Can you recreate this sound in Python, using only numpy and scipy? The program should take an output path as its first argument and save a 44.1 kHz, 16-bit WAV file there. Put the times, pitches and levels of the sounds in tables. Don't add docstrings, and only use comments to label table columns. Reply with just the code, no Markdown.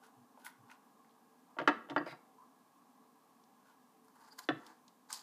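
import sys
import numpy as np
from scipy import signal
from scipy.fft import rfft, irfft
from scipy.io import wavfile
from scipy.ndimage import uniform_filter1d

SR = 44100
rng = np.random.default_rng(int(sys.argv[2]) if len(sys.argv) > 2 else 0)


def dump(signal):
    limited = np.clip(np.atleast_2d(signal).T, -1, 1)
    pcm = np.round(limited * 32767).astype(np.int16)
    wavfile.write(sys.argv[1], SR, pcm)


N = 230598
T = np.arange(N) / SR

# t/s, level/dB, favoured f/Hz, relative crack level/dB
TABLE_KNOCKS = [(1.566, -42.5, 681.4, -17), (1.586, -27.5, 1310, -4.5), (1.599, -32, 513, -8.5),
                (1.614, -35.5, 480, -5), (1.675, -13.5, 1460, -3.5), (1.685, -29, 875, -5.5),
                (1.697, -30, 404, -42), (1.887, -45.5, 705, -9), (1.898, -37.5, 280, 0.5),
                (1.917, -39.5, 293, -18), (1.962, -19, 1410, -9.5), (1.978, -31, 1810, -11),
                (2.005, -36, 344, -24), (2.063, -38, 526, -13), (2.125, -40, 1210, -29.5)]
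# f/Hz, level/dB, t60/s
TABLE_MODES = [(178, -13, 0.055), (229, -9.5, 0.14), (295, -7, 0.18), (348.8, -5.5, 0.13),
               (475.7, -2, 0.057), (631, 3, 0.0392), (739, -3, 0.062), (925.5, -0.5, 0.057),
               (1123, 1, 0.06), (1268, -3.5, 0.025), (1363, 4, 0.024), (1582, -8, 0.077),
               (1650.5, -8, 0.11), (1743, -8.5, 0.041), (1830, -9.5, 0.072), (1940, -6.5, 0.068),
               (2210, 3.5, 0.0087), (2665, -10, 0.097), (3040, 2, 0.02317), (3415, -4, 0.034),
               (3700, -18.5, .02)]


def knocks():
    return blows(TABLE_KNOCKS, TABLE_MODES, crack_t60_s=0.0553, free_s=0.027, grip=0.69)


# t/s, level/dB, favoured f/Hz, relative crack level/dB
HANDLE_CLAPS = [(4.488, -18, 490, -6), (4.505, -29, 270, -26)]
# f/Hz, level/dB, t60/s
HANDLE_MODES = [(228, -13, 0.068), (304, -4, 0.045), (481, -19.5, 0.063), (584, -17, 0.028),
                (740, -7.5, 0.028), (1108, -7.5, 0.063), (1355, -1, 0.036), (1557, -3, 0.033),
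                (1725, -6, 0.053), (1805, -9.5, 0.028), (2630, -6, 0.018), (3010, -8.5, 0.02),
                (3446, 3, 0.019), (3945, -4.5, 0.02)]


def claps():
    return blows(HANDLE_CLAPS, HANDLE_MODES, crack_t60_s=0.04, free_s=0.058, grip=0.64)


def blows(events, modes, crack_t60_s, free_s, grip):
    spot_lift_db, spot_octaves = 9.5, 0.47
    scatter_db, detune = 1.5, 0.01
    hard_edge_hz, crack_db_per_octave, onset_cycles = 3700, 18, 3.84
    out, t = np.zeros(N), T[:SR // 4]
    hz, db, t60 = np.transpose(modes)[:, :, None]
    swell = 1 - np.exp(-t * hz / 0.54)
    hand_damping = 1 - grip / (1 + np.exp(-np.clip((t - free_s) / .003, -30, 30)))
    for start_s, level_db, spot_hz, crack_db in events:
        spot_db = spot_lift_db * np.exp(-(np.log2(hz / spot_hz) / spot_octaves) ** 2)
        gains = undb(db + spot_db + scatter_db * rng.standard_normal(hz.shape))
        pitch_hz = hz * (1 + detune * rng.standard_normal(hz.shape))
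        phase = rng.uniform(0, 2 * np.pi, hz.shape)
        partials = gains * np.sin(2 * np.pi * pitch_hz * t + phase) * decay(t, t60) * swell
        ring = hand_damping * partials.sum(axis=0) / np.sqrt(np.sum(gains ** 2) / 2)
        crack = undb(crack_db) * cut(rng.standard_normal(len(t)), 1580, "high") * decay(t, crack_t60_s)
        edge_hz = hard_edge_hz * 2 ** (crack_db / crack_db_per_octave)
        onset = np.minimum(t * edge_hz / onset_cycles, 1)
        add(out, start_s, undb(level_db) * cut((ring + crack) * onset, edge_hz, "low"))
    return out


# peak t/s, rise t60/s, fall t60/s, blade level/dB, creak level/dB, edge level/dB
BITES = [(4.048, .03, 0.063, -81, -75, -74.5), (4.083, 0.018, 0.044, -77, -67, -74.5),
         (4.158, 0.047, 0.11, -77.5, -66.5, -76.5), (4.215, 0.15, .15, -76.5, -65.5, -76),
         (4.243, 0.053, 0.15, -72.5, -67, -80), (4.28, 0.042, 0.12, -74, -63.5, -76),
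         (4.33, 0.046, 0.033, -66, -63.5, -72), (4.39, 0.021, 0.032, -46.5, -43.5, -48.5),
         (4.44, 0.28, 0.12, -65, -72, -68.5), (4.667, 0.015, .04, -73, -81, -67),
         (4.7, 0.8, 0.26, -71.5, -62, -79.5), (5.104, 0.041, 0.43, -53.5, -54, -62.5),
         (5.13, .01, 0.23, -49.5, -71.5, -54)]
# f/Hz, width/Hz, level/dB
BLADE_BANDS = [(3300, 1700, -9), (4650, 1200, 0.5), (6530, 580, -7), (7430, 740, -5)]
CREAK_BANDS = [(1004, 310, 6.5), (1610, 300, 0.5)]
EDGE_BANDS = [(9940, 2300, 6.5), (11900, 500, -11), (13200, 830, -0.5), (14400, 1000, -5)]


def shear():
    creak = stick_slip(CREAK_BANDS, clicks_per_s=400, spread_db=1.1, rub=0.39)
    edge = stick_slip(EDGE_BANDS, clicks_per_s=1700, spread_db=2.5, rub=0.53)
    blades = stick_slip(BLADE_BANDS, clicks_per_s=1000, spread_db=7.4, rub=0.59)
    blade_gain, creak_gain, edge_gain = stroke_gains(BITES)
    return blade_gain * blades + creak_gain * creak + edge_gain * edge


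# t/s, level/dB, centre f/Hz, t60/s
SNAP_EVENTS = [(0.036, -62.5, 1460, 0.01), (.066, -66.5, 8000, .024), (0.375, -56, 750, 0.015),
               (0.465, -42.5, 1580, 0.013), (.699, -56, 1780, .03), (0.716, -53.5, 1680, 0.011),
               (1.047, -67, 1490, 0.013), (1.095, -72, 3000, .02), (1.109, -72, 3500, .015),
               (3.438, -65.5, 4700, .02), (4.665, -56, 4320, 0.027), (4.88, -56.5, 4520, 0.021),
               (5.104, -49, 1510, 0.013), (5.128, -32, 6400, 0.011), (5.143, -65, 3020, .008)]


def snaps():
    out = np.zeros(N)
    for start_s, db, hz, t60 in SNAP_EVENTS:
        add(out, start_s, undb(db) * burst(hz, octaves=0.94, rise_s=0.00027, t60_s=t60, click=0.98))
    return out


# t/s, level/dB, centre f/Hz, rise/s
STEEL_SQUEAKS = [(1.977, -51, 4600, .002), (2.379, -53.5, 1020, 0.0057), (2.406, -52.5, 1093, .016),
                 (4.301, -60.5, 4720, 0.022), (4.385, -53, 4530, 0.0019), (4.435, -55.5, 4700, 0.0056),
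                 (5.131, -47.5, 1055, 0.0027)]


def squeaks():
    out = np.zeros(N)
    for start_s, db, hz, rise_s in STEEL_SQUEAKS:
        add(out, start_s, undb(db) * burst(hz, octaves=0.12, rise_s=rise_s, t60_s=0.032, click=0))
    return out


# f/Hz, width/Hz, level/dB
DRAG_BANDS = [(478, 880, 2.5), (1336, 270, 3), (2000, 640, 7), (3910, 140, -2.5), (4790, 310, -1),
              (7900, 9600, -8.5)]


def drag():
    start_s, end_s, level_db = 2.063, 2.12, -54.5
    grip = decay(np.maximum(start_s - T, 0), t60_s=0.014)
    lift = decay(np.maximum(T - end_s, 0), t60_s=0.11)
    chatter = stick_slip(DRAG_BANDS, clicks_per_s=1200, spread_db=5.0, rub=0.9)
    return undb(level_db) * grip * lift * chatter


# peak t/s, rise t60/s, fall t60/s, film level/dB, foil level/dB
SQUEEZES = [(.04, 0.078, 0.25, -64.5, -75), (.4, 0.11, 0.63, -69.5, -78), (.448, .006, 0.083, -60, -54),
            (.468, 0.054, 0.13, -57.5, -60), (.716, 0.13, 0.14, -58.5, -79), (3.7, 0.38, 0.21, -69, -87)]
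# f/Hz, width/Hz, level/dB
FILM_BANDS = [(964, 180, 15), (1460, 135, 15.5), (3330, 4300, 13.5)]
FOIL_BANDS = [(6200, 11400, 12.5), (10500, 500, 11.5), (13300, 2100, 10)]


def crinkle():
    film = stick_slip(FILM_BANDS, clicks_per_s=710, spread_db=4.0, rub=0.5)
    foil = stick_slip(FOIL_BANDS, clicks_per_s=490, spread_db=3.7, rub=0.6)
    film_gain, foil_gain = stroke_gains(SQUEEZES)
    return film_gain * film + foil_gain * foil


# t/s, level/dB, centre f/Hz
TABLE_THUDS = [(.155, -65, 120), (.575, -62, 120), (1.59, -54, 147), (1.895, -54, 140), (1.97, -53, 157),
               (2.08, -56, 142), (4.49, -48, 135)]
BEND_RATIOS = [.93, 1.1]


def thuds():
    length_s = 0.11
    out, t = np.zeros(N), T[:int(length_s * SR)]
    push = np.sin(np.pi * (t / length_s) ** .7) ** 2
    for start_s, db, hz in TABLE_THUDS:
        bends = sum(np.sin(2 * np.pi * (hz * ratio * t + rng.random())) for ratio in BEND_RATIOS)
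        add(out, start_s, undb(db) * push * bends / np.sqrt(len(BEND_RATIOS)))
    return out


# f/Hz, width/Hz, relative density/dB
CASING_BANDS = [(249, 49, -2.5), (443.5, 16.77, -3.5), (789, 110, -7), (1069, 160, -6.5), (1654, 92, -15.5)]
# t/s, relative level/dB
FAN_DRIFT = [(0.0, 2.5), (5.23, -1)]


def fan():
    level_db, waver_db = -70, 1.5
    hum = np.zeros(N)
    for hz, width_hz, db in CASING_BANDS:
        gain = undb(db + waver_db * wander(rate_hz=17)) * np.sqrt(width_hz)
        resonance = band(rng.standard_normal(N), hz, width_hz)
        hum += gain * unit_rms(band(resonance, hz, 2 * width_hz))
    return undb(level_db + np.interp(T, *np.transpose(FAN_DRIFT))) * unit_rms(hum)


# f/Hz, relative density/dB
HISS_SPECTRUM = [(35, -65), (60, -35), (253, -2), (343, -12.5), (584, -15), (1040, -11.5), (1480, -25),
                 (3180, -28), (13400, -29.5), (15400, -32.5)]


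def hiss():
    level_db = -70
    hz, db = np.transpose(HISS_SPECTRUM)
    bin_hz = np.fft.rfftfreq(N, 1 / SR) + 1
    colour = undb(np.interp(np.log(bin_hz), np.log(hz), db))
    return undb(level_db) * unit_rms(irfft(rfft(rng.standard_normal(N)) * colour, N))


# f/Hz, t60/s, level/dB
ROOM_BANDS = [(154.4, 0.54, -23), (420, 0.097, -11.5), (1030, 0.37, -19.5), (2550, 0.3184, -18.5),
              (5556, 0.13, -22.5), (11780, 0.079, -29)]


def room(x):
    t, onset_s = T[:SR * 3 // 4], 0.0023
    tail = np.zeros(len(t))
    for hz, t60, db in ROOM_BANDS:
        echoes = unit_rms(band(rng.standard_normal(len(t)), hz, 1.24 * hz))
        tail += undb(db) * echoes * decay(t, t60) / np.sqrt(t60 * SR / 14)
    return x + signal.fftconvolve(x, tail * np.minimum(t / onset_s, 1))[:N]


def stick_slip(bands, clicks_per_s, spread_db, rub):
    out = np.zeros(N)
    for hz, width_hz, db in bands:
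        size = undb(spread_db * np.minimum(rng.exponential(size=N), 2.5))
        clicks = (rng.random(N) < clicks_per_s / SR) * size * np.sign(rng.standard_normal(N))
        force = unit_rms(clicks) + rub * rng.standard_normal(N)
        out += undb(db) * unit_rms(band(band(force, hz, width_hz), hz, 3 * width_hz))
    return unit_rms(out)


def stroke_gains(strokes):
    gains = 0
    for peak_s, rise_t60, fall_t60, *levels_db in strokes:
        shape = decay(np.abs(T - peak_s), np.where(T < peak_s, rise_t60, fall_t60))
        gains = gains + np.outer(undb(levels_db), shape)
    return gains


def burst(hz, octaves, rise_s, t60_s, click):
    t = T[:SR // 6]
    low_hz, high_hz = np.clip([hz * 2 ** (-octaves / 2), hz * 2 ** (octaves / 2)], 50, .45 * SR)
    colour = signal.butter(2, [low_hz, high_hz], "band", fs=SR, output="sos")
    push = rng.standard_normal(len(t)) * np.minimum(t / rise_s, decay(t - rise_s, t60_s))
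    push[0] = click * np.sqrt(SR / hz)
    return signal.sosfilt(colour, push) * np.sqrt(SR / 2 / (high_hz - low_hz))


def wander(rate_hz):
    hold = int(SR / rate_hz)
    steps = np.repeat(rng.standard_normal(N // hold + 1), hold)
    return 1.3 * uniform_filter1d(uniform_filter1d(steps, hold), hold)[:N]


def band(x, hz, width_hz):
    q = hz / min(width_hz, .4 * SR)
    return signal.lfilter(*signal.iirpeak(min(hz, .45 * SR), q, fs=SR), x)


def cut(x, hz, kind):
    return signal.sosfilt(signal.butter(3, hz, kind, fs=SR, output="sos"), x)


def undb(db):
    return 10 ** (np.asarray(db) / 20)


def unit_rms(x):
    return x / np.sqrt(np.mean(x ** 2))


def decay(t, t60_s):
    return np.exp(-np.log(1000) * t / t60_s)


def add(out, start_s, sound):
    i = int(start_s * SR)
    out[i:i + len(sound)] += sound[:N - i]


def scene():
    handling = knocks() + claps() + snaps() + squeaks() + crinkle() + drag() + shear()
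    return (room(handling) + thuds() + fan() + hiss())[None]


def record(dry):
    low_hz, top_hz = 110, 15300
    top_cut = signal.ellip(10, .2, 60, top_hz, fs=SR, output="sos")
    return signal.sosfilt(top_cut, cut(dry, low_hz, "high"))


dry = scene()
out = record(dry)
dump(out)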